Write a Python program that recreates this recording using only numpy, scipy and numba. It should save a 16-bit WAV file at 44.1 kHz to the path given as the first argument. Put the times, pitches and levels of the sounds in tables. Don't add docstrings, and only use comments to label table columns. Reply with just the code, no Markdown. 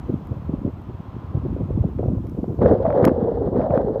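import sys
import numpy as np
from scipy import signal
from scipy.io import wavfile
from scipy.ndimage import uniform_filter1d
from numba import njit

SR = 44100
rng = np.random.default_rng(int(sys.argv[2]) if len(sys.argv) > 2 else 0)


def amplitude_ratio(level_db):
    exponent = np.asarray(level_db, float) / 20
    return 10 ** exponent


def log_audio(samples):
    frames = np.atleast_2d(samples).T
    limited = np.clip(frames, -1, 1)
    pcm = np.round(limited * 32767).astype(np.int16)
    wavfile.write(sys.argv[1], SR, pcm)


N = 176400


def curve(rows, col):
    rows = np.array(rows, float)
    return np.interp(np.arange(N) / SR, rows[:, 0], rows[:, col])


def unit(x):
    return x / np.sqrt(np.mean(x ** 2))


def white():
    return rng.standard_normal(N)


def walk(rate_hz):
    hold = int(SR / rate_hz)
    levels = rng.standard_normal(N // 200)[:N // hold + 1]
    steps = np.repeat(levels, hold)
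    return 0.83 * uniform_filter1d(uniform_filter1d(steps, hold), hold)[:N]


def low(x, hz, order=4):
    return signal.sosfilt(signal.butter(order, hz, fs=SR, output="sos"), x)


@njit
def svf(x, hz, width_hz):
    y, band_state, low_state = np.empty(len(x)), 0., 0.
    for i in range(len(x)):
        g = np.tan(np.pi * hz[i] / SR)
        damping = width_hz / hz[i]
        v = (band_state + g * (x[i] - low_state)) / (1 + g * (g + damping))
        band_state = 2 * v - band_state
        low_state += 2 * g * v
        y[i] = damping * v
    return y


def band(x, hz, width_hz):
    return svf(x, np.clip(hz * np.ones(N), 20, .45 * SR), float(width_hz))


def band2(x, hz, width_hz):
    return band(band(x, hz, width_hz), hz, width_hz)


@njit
def puffs(at_s, hz, cycles, size, phase):
    y = np.zeros(N)
    for e in range(len(at_s)):
        sigma_s = cycles[e] / hz[e] / 3
        first = max(0, int((at_s[e] - 4 * sigma_s) * SR))
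        last = min(N, int((at_s[e] + 4 * sigma_s) * SR))
        for i in range(first, last):
            u = i / SR - at_s[e]
            bell = np.exp(-.5 * (u / sigma_s) ** 2)
            y[i] += size[e] * bell * np.sin(2 * np.pi * hz[e] * u + phase[e])
    return y


def bells(at_s, db, sigma_s):
    t = np.arange(N) / SR
    return sum(amplitude_ratio(d) * np.exp(-.5 * ((t - a) / sigma_s) ** 2) for a, d in zip(at_s, db))


# time in seconds, buffet level in dB.
GUST = [(0.0, -32.5), (0.31, -32), (0.49, -29.5), (0.82, -34.5), (1.26, -35.5), (1.5, -26), (1.67, -24),
        (1.97, -29), (2.08, -26), (2.33, -30.5), (2.74, -28), (3.13, -28), (3.27, -28.5), (3.54, -25.5),
        (3.66, -30), (3.81, -28.5), (4.0, -31.5)]


def buffet():
    eddies_per_s, centre_hz, scatter_db, cycles = 330, 135, 3, 1.5
    gap, pitch, size, phase = rng.random((2400, 4)).T
    at_s = np.cumsum(-np.log(gap)) / eddies_per_s
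    hz = centre_hz * np.exp(0.59 * 2.68 * (pitch - .5))
    size = amplitude_ratio(-scatter_db * np.log(size))
    small = puffs(at_s, hz, cycles + 0 * at_s, size, 2 * np.pi * phase)
    return unit(small) * amplitude_ratio(curve(GUST, 1) + 1.0)


# frequency in Hz, density in dB per Hz.
SNOW_SPECTRUM = [(200, -10.5), (600, -13), (1050, -8.5), (1700, -28), (3000, -30.5), (5000, -44.5),
                 (9000, -59)]
# time in seconds, level in dB.
SNOW_LEVEL = [
    (0, -45.5),
    (1.2, -46),
    (1.8, -49.5),
    (2.5, -52),
    (2.7, -47),
    (3.2, -55),
    (4, -66.5),
]


def snow():
    hz_table, db_table = np.array(SNOW_SPECTRUM, float).T
    out, swell = 0, walk(2.4)
    for hz in 200 * 2 ** np.arange(0, 5.5, 1 / 3):
        db = np.interp(np.log(hz), np.log(hz_table), db_table) + 10 * np.log10(hz)
        noise = low(band2(white(), hz, hz / 3), 1.19 * hz)
        out = out + unit(noise) * amplitude_ratio(db + 1.3 * swell + 0.66 * walk(11.0))
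    return unit(out) * amplitude_ratio(curve(SNOW_LEVEL, 1))


# centre in Hz, width in Hz, level in dB.
SELF_NOISE = [(5460, 5400, -80), (8300, 8200, -88.5), (12200, 11000, -85), (14000, 3000, -83)]


def self_noise():
    hiss = sum(amplitude_ratio(db) * unit(band2(white(), hz, width_hz)) for hz, width_hz, db in SELF_NOISE)
    gain_db = curve([(0, 3.5), (1.2, 0.5), (2.0, 3.5), (2.58, 6), (2.63, -2), (4, 1)], 1)
    return hiss * amplitude_ratio(gain_db)


# time in seconds, peak in dB, pitch in Hz.
EDDIES = [(0.056, -24.5, 91), (0.099, -13.5, 136), (0.1, -14, 230), (0.128, -28, 443),
          (0.128, -20.5, 199.4), (0.142, -10.5, 205.6), (0.156, -19.5, 118.3), (0.314, -21, 215),
          (0.316, -15, 102), (0.495, -13, 236.7), (0.499, -32, 108), (0.536, -21, 110),
          (0.541, -12, 210), (0.542, -31.5, 362), (0.588, -19, 113), (0.649, -24, 402),
          (0.652, -9.5, 224), (0.662, -18, 110), (0.663, -21, 360), (0.678, -12.5, 231.6),
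          (1.352, -10, 118.1), (1.356, -22, 205), (1.375, -12.5, 108),
          (1.464, -20, 92), (1.612, -16, 133.6), (1.707, -29, 126), (1.708, -15, 235),
                 (1.709, -17.5, 383), (1.753, -13, 92), (1.776, -12.5, 259), (1.78, -17, 130.6),
                 (1.809, -8.5, 85), (1.842, -17, 506), (1.857, -16, 252), (1.994, -11.5, 380),
                 (1.995, -13, 264), (1.999, -35.5, 134.3), (2.032, -15.5, 502), (2.051, -17.5, 104),
                 (2.06, -16.5, 420), (2.083, -12, 107), (2.085, -16, 465), (2.105, -16, 217),
                 (2.133, -18, 120), (2.136, -12, 217.7), (2.172, -15, 107), (2.389, -12, 201),
                 (2.39, -17.5, 90), (2.433, -12.5, 224.4), (2.482, -15, 242), (2.5, -16, 117),
          (2.591, -16, 91.4), (2.594, -21, 450), (2.617, -12.5, 135.6), (2.653, -11, 104),
               (2.664, -11.5, 263), (2.688, -16, 305.4), (2.709, -11, 95.4), (2.711, -5, 229.3),
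               (2.737, -10, 192), (3.031, -7.5, 121.3), (3.04, -11.5, 217), (3.067, -2, 236.4),
               (3.085, -4.5, 261), (3.117, -10, 231), (3.229, -7, 217.7), (3.53, -11.5, 273),
               (3.574, -12.5, 229.3), (3.576, -17, 136.6), (3.589, -10.5, 241), (3.707, -20.5, 217),
               (3.71, -15.5, 126), (3.742, -15, 116.5), (3.776, -9.5, 232.5), (3.848, -13.5, 245),
          (0.89, -23, 205), (0.892, -26.5, 91), (0.948, -27, 90), (1.003, -20, 148), (1.15, -29, 85),
                (1.245, -24, 130), (1.452, -20, 300), (1.565, -20, 392), (1.738, -16.5, 80),
                (1.888, -20, 303), (2.35, -27, 394), (2.255, -18, 89), (2.443, -19, 530),
                (2.545, -19.5, 300), (3.9995, -16.5, 208)]


def eddies():
    delay_s, trim_db, cycles = .0001, 1.5, 1.233
    wake_db, wake_s, wake_top_hz = -20.5, 0.011, 620
    s, db, hz = np.array(EDDIES).astype(float).T
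    phase = 2 * np.pi * rng.random(90)[:len(s)]
    thumps = puffs(s + delay_s, hz, cycles + 0 * s, amplitude_ratio(db + trim_db), phase)
    fine = low(band(white() * amplitude_ratio(8.3 * walk(90)), 290, 200), wake_top_hz)
    wake_level = bells(s, db, wake_s) + 1.75 * amplitude_ratio(curve(GUST, 1))
    return thumps + unit(fine) * amplitude_ratio(wake_db) * wake_level


# time in seconds, peak in dB, low modes in dB.
TICKS = [
    (0.2516, -58, -26),
    (0.2712, -47, -9.5),
    (0.8179, -57, -15),
    (1.5308, -60, -17.5),
    (2.2696, -51.5, -2),
    (2.2961, -47.5, -8),
    (2.3626, -68, -9),
    (3.0514, -19, -3.5),
    (3.079, -57, -4),
]
# centre in Hz, width in Hz, level in dB.
CASE = [(2140, 800, 14.5), (2970, 830, 6), (4900, 1400, 3), (3940, 980, 5.5), (6900, 1500, -1),
        (11400, 1700, 2.5), (13900, 1700, 1.5)]


def ticks():
    delay_s, spread_s = 0.0005, .0007
    high_drive, low_drive = np.zeros(N), np.zeros(N)
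    for (s, db, low_db), r in zip(TICKS, rng.random((16, 5))):
        i = (SR * (s + delay_s + spread_s * np.sort(r))).astype(int)
        np.add.at(high_drive, i, amplitude_ratio(db) * (0.36 + 0.13 * r) * np.array([1, -1, 1, -1, 1]))
        low_drive[i[0]] += amplitude_ratio(db + low_db)
    out = np.zeros(N)
    for hz, width_hz, db in CASE:
        drive = high_drive if hz > 6000 else low_drive
        out += amplitude_ratio(db) * band(band(drive, hz, width_hz), hz, 2 * width_hz)
    return amplitude_ratio(18.5) * out


# time in seconds, peak in dB.
SLAPS = [(1.9864, -36.5), (2.0383, -43), (2.4415, -42), (2.6179, -37.5), (2.6561, -31.5), (2.8643, -27),
         (2.9033, -25.5), (2.9257, -30), (3.0412, -20), (3.0447, -16.5), (3.0702, -23), (3.092, -25.5),
         (3.0751, -16), (3.0797, -13), (3.5605, -35), (3.6151, -30.5), (3.7061, -26.5), (3.7754, -20)]


def slaps():
    base_hz, cycles, spray_s = 796, 0.87, 0.0013
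    s, db = np.array(SLAPS, float).T
    phase, pitch = rng.random((30, 2))[:len(s)].T
    noise = white()
    spray = unit(low(band(noise, 1400, 1100), 2100)) * amplitude_ratio(-11.0)
    spray += unit(low(band(noise, 3200, 2400), 6900)) * amplitude_ratio(-33)
    hz = base_hz * (1 + 0.24 * pitch)
    cracks = puffs(s + 0.0014, hz, cycles + 0 * s, amplitude_ratio(db + 8.5), 2 * np.pi * phase)
    return cracks + bells(s + .0015, db, spray_s) * spray


# time in seconds, peak in dB, pitch in Hz.
KICKS = [(2.589, -16.5, 356), (2.618, -6.5, 507), (2.656, -6.5, 561), (2.696, -14.5, 464), (2.712, -6, 609),
         (2.8, -21.5, 550), (2.822, -19, 536), (2.852, -8, 655), (2.95, -9.5, 479), (2.997, -13, 508),
         (3.024, -8.5, 353), (3.048, -8.5, 454), (3.074, -6.5, 403), (3.142, -14, 461), (3.179, -15, 452),
         (3.211, -9, 452), (3.244, -16.5, 499), (3.316, -22, 591), (3.371, -13, 470), (3.442, -17, 424),
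         (3.473, -10, 504), (3.531, -15, 361.4), (3.556, -9, 433.5), (3.595, -9, 489), (3.66, -15, 532.5),
         (3.705, -18.5, 641), (3.755, -10.5, 481), (3.827, -17.5, 498), (3.882, -14.5, 424),
         (3.957, -14.5, 545)]


def kicks():
    rise_s, fall_s, trim_db, air_db = 0.00072, 0.01, -3.5, -13.5
    out, t = np.zeros(N), np.arange(int(.08 * SR)) / SR
    shape = (1 - np.exp(-t / rise_s)) * np.exp(-t / fall_s)
    shape /= shape.max()
    noise = rng.standard_normal(N + len(t))[:N]
    air = unit(low(band(noise, 620, 590), 960))
    for (s, db, hz), turn in zip(KICKS, rng.random(60)):
        i = int(s * SR)
        n = min(len(t), N - i)
        tone = np.sin(2 * np.pi * (hz * t[:n] + turn))
        out[i:i + n] += amplitude_ratio(db + trim_db) * shape[:n] * (tone + amplitude_ratio(air_db) * air[i:i + n])
    return low(out, 1300, order=2)


# time in seconds, level in dB.
BLOWS = [
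    [(2.59, -48.5), (2.618, -12.5), (2.726, -15), (2.812, -24.5), (2.852, -18), (2.92, -18.5), (3.006, -14),
     (3.08, -17.5), (3.11, -21.5)],
    [(3.166, -24), (3.228, -21.5), (3.316, -22.5), (3.39, -24), (3.438, -21.5), (3.478, -18), (3.518, -32)],
    [(3.57, -16.5), (3.608, -16), (3.636, -21), (3.664, -18), (3.685, -27), (3.772, -14), (3.83, -22.5),
     (3.94, -21), (3.97, -24)],
]
# time in seconds, pitch in Hz.
CAVITY = [(2.6, 491), (2.78, 495), (2.86, 620), (3.0, 519), (3.15, 484.4), (3.46, 417), (3.56, 468),
          (3.66, 695), (3.76, 581), (3.88, 427.4), (4, 469)]


def port():
    hoot_width_hz, hoot_top_hz, wander, flutter_db = 80, 880, .055, 5.0
    effort_db = uniform_filter1d(curve(np.vstack([[(2.5, -72.5)], *BLOWS]), 1), size=400)
    steady_db = uniform_filter1d(effort_db, size=3000)
    hz = curve(CAVITY, 1) * np.exp(wander * walk(30))

    air = white() * amplitude_ratio(flutter_db * walk(75))
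    hoot = unit(low(band(band(air, hz, hoot_width_hz), hz, 650), hoot_top_hz))
    wide = unit(low(band(white() * amplitude_ratio(8.1 * walk(60)), 0.85 * hz, 240), 760))
    body = unit(low(band(white() * amplitude_ratio(5.1 * walk(34)), 230, 250), 500))

    spit = white() * amplitude_ratio(4.0 * walk(120))
    skirt = unit(band(band(spit, 1.3 * hz, 300), 1.37 * hz, 300)) * amplitude_ratio(-18)
    skirt += unit(low(band(spit, 1100, 900), 2000)) * amplitude_ratio(-32)
    skirt *= amplitude_ratio(0.2 * (effort_db + 15.0))
    haze = unit(low(band(spit, 2600, 1900), 5000)) * amplitude_ratio(-66.0 + 0.59 * (steady_db + 18))
    return (hoot * amplitude_ratio(-2) + wide * amplitude_ratio(-10) + body * amplitude_ratio(-9) + skirt) * amplitude_ratio(effort_db) + haze


def scene():
    wind = buffet() + eddies() + port() + slaps()
    return (wind + ticks() + snow() + self_noise() + kicks())[None]


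def roll_off(x):
    return signal.sosfilt(signal.butter(12, 15440, fs=SR, output="sos"), x)


def record(dry):
    bass_cut = signal.butter(3, 45, "high", fs=SR, output="sos")
    x = signal.sosfilt(bass_cut, dry)
    return roll_off(0.87 * np.tanh(x / 0.96))


dry = scene()
out = record(dry)
log_audio(out)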